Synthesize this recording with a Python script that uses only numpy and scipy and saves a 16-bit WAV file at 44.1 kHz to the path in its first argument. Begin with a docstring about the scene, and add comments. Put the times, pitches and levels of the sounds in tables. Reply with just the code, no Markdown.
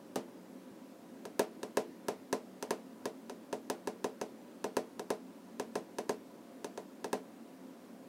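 """Parrot pecking a desk

A small parrot taps its beak on the edge of a hollow wooden desk in a quiet room.
Each peck sums a sharp contact tick, ringing desk modes, a bright crunch, a slow shove and a noise-built room tail.
A soft low bump, a narrow-band noise hum and shaped room noise with hiss lie underneath.
"""
import sys
import numpy as np
from scipy import signal
from scipy.fft import rfft, irfft
from scipy.io import wavfile
from scipy.ndimage import uniform_filter1d

SR = 44100
rng = np.random.default_rng(int(sys.argv[2]) if len(sys.argv) > 2 else 0)


def wav_record(signal):
    """Record a signal, one row per channel, as 16-bit PCM in the file named by sys.argv[1]."""
    frames = np.transpose(np.atleast_2d(signal))
    bounded = np.clip(frames, -1, 1)
    # unit amplitude maps onto the largest positive 16-bit level
    quanta = np.round(bounded * 32767).astype(np.int16)
    wavfile.write(sys.argv[1], SR, quanta)


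N = 356548


def gain_of(db):
    """Amplitude ratio of a level in dB."""
    return 10 ** (np.asarray(db) / 20)


def evened(x):
    """Scale to unit RMS."""
    return x / np.sqrt(np.mean(x ** 2) + 1e-20)


def read(points, hz):
    """Interpolate a (Hz, value) curve over log frequency."""
    f, value = np.transpose(points)
    return np.interp(np.log(hz + 1), np.log(f + 1), value)


def add(mix, start_s, sound):
    """Add a sound into the mix in place, cut at the end."""
    part = mix[round(start_s * SR):][:len(sound)]
    part += sound[:len(part)]


def ring(t, hz, t60_s, db, rise_s=1e-5):
    """One mode: a sine with exponential rise and decay, silent before t = 0."""
    t = np.maximum(t, 0)
    envelope = gain_of(db - 60 * t / t60_s) * (1 - np.exp(-t / rise_s))
    return envelope * np.sin(2 * np.pi * hz * t)


MOVES_AT_S = 1  # before this the beak hits another spot of the edge
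MIDDLING_DB = -20
CONTACT_MS = (0.035, 0.025)  # middling peck: usual spot, other spot
QUICKENS_DB_PER_DB = 0.36  # shortening of contact per dB of harder peck
TILT_DB_PER_OCT = (0.6, 0.7)  # knock of a middling peck: usual spot, other spot
BRIGHTENS_DB_PER_OCT_PER_DB = 0.044
TAIL_DB, TAIL_FOLLOWS = -20, 0.49  # re tick, share of the knock's dB added
SHOVE_DB = -19  # re knock
RADIATES_HZ = 155
# Pecks. Each row: start in seconds, tick level in dB, knock level in dB re tick.
PECKS = [(0.1585, -19, -14), (1.2537, -28.5, -15.5), (1.3944, -11, -16.5), (1.6313, -23.5, -15.5),
         (1.7712, -14.5, -13.5), (2.0844, -18, -14.5), (2.3279, -15, -15.5), (2.6263, -20, -19.5),
         (2.7074, -16.5, -14.5), (3.0558, -20.5, -15), (3.2972, -28, -16), (3.5282, -23, -12),
         (3.7, -16, -18.5), (3.8735, -22, -13), (4.0436, -20, -12.5), (4.2138, -23, -13),
         (4.6426, -20.5, -13.5), (4.768, -16, -13), (4.9951, -24, -16), (5.1041, -18.5, -13),
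         (5.5978, -21.5, -14), (5.7552, -22.5, -11), (5.9853, -21.5, -14), (6.094, -19.5, -11),
         (6.645, -23.5, -17), (6.7759, -27.5, -14), (7.044, -22.5, -15.5), (7.1302, -18, -13)]


def pecks():
    """Harder pecks have shorter contact and a brighter knock; each room tail mixes a shared and a fresh one."""
    out, shoves = np.zeros(N), np.zeros(N)
    lead, count = 20, 13000  # samples
    t = (np.arange(count) - lead) / SR
    shared_tail = tail(count)
    chance = rng.standard_normal((len(PECKS), len(DESK_MODES) + 2 * len(EDGE_MODES)))
    for (start_s, db, knock_db), c in zip(PECKS, chance):
        spot, harder_db = int(start_s < MOVES_AT_S), db - MIDDLING_DB
        contact_s = CONTACT_MS[spot] / 1000 * gain_of(-QUICKENS_DB_PER_DB * harder_db)
        tilt = TILT_DB_PER_OCT[spot] + BRIGHTENS_DB_PER_OCT_PER_DB * harder_db
        room = .6 * shared_tail + .8 * tail(count)
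        sound = tick(t, contact_s, c[len(DESK_MODES):]) + crunch(t)
        sound += gain_of(knock_db) * knock(t, spot, tilt, c)
        add(out, start_s - lead / SR, gain_of(db) * sound)
        add(out, start_s, gain_of(db + TAIL_DB + TAIL_FOLLOWS * knock_db) * room)
        add(shoves, start_s - lead / SR, gain_of(db + knock_db + SHOVE_DB) * shove(t))
    # a panel of this size radiates little below its lowest modes; the shove bypasses this cut
    radiation = signal.butter(2, RADIATES_HZ, "high", fs=SR, output="sos")
    return shoves + signal.sosfilt(radiation, out)


TICK_CORNER_HZ = 10000
# Ring of beak and hard edge. Each row: nominal frequency in Hz, t60 in seconds, nominal level in dB re tick.
EDGE_MODES = [(3724, 0.026, -26.5), (4730, 0.0033, -15), (6100, 0.039, -25), (7240, 0.021, -36),
              (8240, 0.02, -24.5), (9360, 0.02, -27), (11000, 0.028, -29.5)]
# Echoes off nearby faces. 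Each row: delay in seconds, level in dB re spike.
ECHOES = [(.0009, -18), (.0013, -16), (.0021, -20), (.003, -20), (.004, -22)]


def tick(t, width_s, chance):
    """Suction spike set by contact time, slower wood rebound, near echoes and edge ring."""
    def spike(u):
        return -np.exp(-(u / width_s) ** 2)

    out = spike(t)
    for k, (delay_s, db) in enumerate(ECHOES):
        out += gain_of(db) * spike(t - delay_s) * (-1) ** k
    out += gain_of(-9.5) * np.exp(-((t - .00042) / .00017) ** 2)  # rebound
    for (hz, t60_s, db), (detune, louder) in zip(EDGE_MODES, chance.reshape(-1, 2)):
        out += ring(t, hz * (1 + .02 * detune), t60_s, db + 1.8 * louder)
    # soften the tick: low-pass with a broad lift around the corner
    lift = signal.lfilter(*signal.iirpeak(TICK_CORNER_HZ, 1.2, fs=SR), out)
    return 1.19 * lift + signal.lfilter(*signal.butter(3, TICK_CORNER_HZ, fs=SR), out)


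FRAME_HZ = 300  # below this the whole frame swings against the top
# Desk top modes, levels relative, before tilt and chance.
# Each row: frequency in Hz, t60 in seconds, level in dB from the usual spot, level in dB from the other spot.
DESK_MODES = [(140.4, 0.11, -12.5, -7.5), (170, 0.052, -7.5, -27), (205, 0.13, -7, -4),
              (253.8, 0.12, -5, -1.5), (344, 0.32, -14.5, -9.5), (405, 0.043, 7.5, 7), (422.9, 0.2, -6, -8),
              (459.5, 0.22, -9.5, -10), (549.6, 0.054, -3, -9), (579, 0.067, -1, 0),
              (623.3, 0.19, -12, -15), (649.7, 0.11, -6.5, -6), (685, 0.074, -16, -8),
              (744, 0.099, -7.5, -30), (847, 0.047, -10, -1.5), (801, 0.11, -21, -8),
              (922, 0.041, -3.5, -4), (969, 0.031, -2.5, -26), (1019.6, 0.1, -12, -28),
              (1046, 0.085, -29, -22), (1232, 0.075, -31, -12), (1323, 0.013, -3.5, -13),
              (1510, 0.1, -25, -27), (1649, 0.019, -2.5, -14), (1908, 0.092, -23, -35),
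              (2120, 0.055, -21.5, -26), (2320, 0.072, -35, -28), (2630, 0.044, -17.5, -32),
              (2856, 0.02, -19.5, -13.5)]


def knock(t, spot, tilt_db_per_oct, chance):
    """Desk modes: low ones start later, those below the frame limit inverted; tilt sets brightness."""
    out = np.zeros(len(t))
    for (hz, t60_s, *spot_db), c in zip(DESK_MODES, chance):
        db = spot_db[spot] + tilt_db_per_oct * np.log2(hz / 500) + .9 * c
        mode = ring(t - 0.27 / hz, hz, t60_s, db, rise_s=0.84 / hz)
        out += np.sign(hz - FRAME_HZ) * mode
    return out / np.sqrt(np.mean(out[:900] ** 2))  # unit RMS at the onset


CRUNCH_DB, CRUNCH_LOW_HZ, CRUNCH_T60_S = -25.5, 5000, 0.031  # level re tick


def crunch(t):
    """Short bright crunch after the tick: a decaying burst of high-passed noise."""
    high_pass = signal.butter(2, CRUNCH_LOW_HZ, "high", fs=SR)
    noise = signal.lfilter(*high_pass, rng.standard_normal(len(t)))
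    return (t > 0) * gain_of(CRUNCH_DB - 60 * t / CRUNCH_T60_S) * noise


SHOVE_PEAK_S = 0.0005


def shove(t):
    """The desk gives way briefly: one negative pulse of unit peak."""
    u = np.maximum(t, 0) / SHOVE_PEAK_S
    return -u * np.exp(1 - u)


# Room decay. Each row: frequency in Hz, t60 in seconds.
ROOM_DECAY = [(150, 0.18), (1000, 0.23), (3000, 0.21), (7000, 0.15), (14000, 0.17)]
# Starting spectrum of the tail. Each row: frequency in Hz, relative level in dB.
TAIL_SPECTRUM = [(120, -37), (300, 8), (600, 23), (1100, 5), (2000, 1), (3500, -1.5), (6000, -0.5),
                 (9000, -4.5), (12000, -11), (16000, -25)]


def tail(count):
    """Dense reflections: noise whose bands each decay at their own rate."""
    taps = rng.standard_normal(count)
    hz, t, z = signal.stft(taps, SR, nperseg=128)
    start_db = read(TAIL_SPECTRUM, hz)[:, None]
    t60_s = read(ROOM_DECAY, hz)[:, None]
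    z = z * gain_of(start_db - 60 * t / t60_s)
    rise = 1 - np.exp(-np.arange(count) / SR / 0.00007)
    out = signal.istft(z, SR, nperseg=128)[1][:count] * rise
    return out / np.sqrt(np.mean(out[300:1500] ** 2))


# Soft low bumps. Each row: start in seconds, level in dB, frequency in Hz, t60 in seconds.
THUDS = [(.714, -39, 202, 0.067)]


def thuds():
    """Dull bump: two slowly rising, decaying low modes."""
    out, t = np.zeros(N), np.arange(8000) / SR
    for start_s, db, hz, t60_s in THUDS:
        upper = ring(t, hz, t60_s, db, rise_s=0.0066)
        lower = ring(t, 0.81 * hz, t60_s, db - 9.5, rise_s=.008)
        add(out, start_s, upper + lower)
    return out


# Hum bands. Each row: centre in Hz, width between half-amplitude points in Hz, RMS level in dB.
HUM = [(104, 10, -86.5), (186.7, 11.7, -65), (226.9, 18, -61.5), (262, 14, -60), (311.8, 6.6, -71.5),
       (525, 15, -70.5), (566, 41, -68.5), (693, 6.5, -73.5), (981, 39, -74.5)]


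def hum():
    """Wavering tones: one noise through narrow resonances."""
    noise, f = rfft(rng.standard_normal(N)), np.fft.rfftfreq(N, 1 / SR)
    out = np.zeros(N)
    for hz, width_hz, db in HUM:
        band = noise / (1 + (2 * (f - hz) / width_hz) ** 2)
        out += gain_of(db) * evened(irfft(band, N))
    return out


AIR_RMS_DB, PATCHES_RMS_DB = -55.5, 0.91
# Room noise and hiss spectrum. Each row: frequency in Hz, relative density in dB per Hz.
AIR_SPECTRUM = [(20, -46), (60, -73), (85, -32), (150, -20.5), (180, -20), (259, -6), (330, -7.5),
                (568, -16.5), (854, -21), (1300, -26), (3060, -34.5), (8000, -39), (16500, -42.5)]


def air():
    """Broad room noise and microphone hiss: shaped noise with faint drifting patches."""
    frames, bins = N // 256 + 6, 513
    real, imag, patches = rng.standard_normal((frames, bins, 3)).T
    patches = uniform_filter1d(patches, size=10, axis=0)
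    patches = evened(uniform_filter1d(patches, size=16, axis=1))
    z = (real + 1j * imag) * gain_of(PATCHES_RMS_DB * patches)
    noise = signal.istft(z, nperseg=1024, noverlap=768)[1][:N]
    colour = gain_of(read(AIR_SPECTRUM, np.fft.rfftfreq(N, 1 / SR)))
    return gain_of(AIR_RMS_DB) * evened(irfft(rfft(noise) * colour, N))


def scene():
    """Sum of all sources, one channel."""
    return (pecks() + thuds() + hum() + air())[None]


CUT_HZ = 15900


def record(dry):
    """Linear-phase low-pass: nothing above the top treble."""
    low_pass = signal.firwin(301, CUT_HZ, window=("kaiser", 9), fs=SR)
    return signal.oaconvolve(dry, low_pass[None], "same")


dry = scene()
out = record(dry)
wav_record(out)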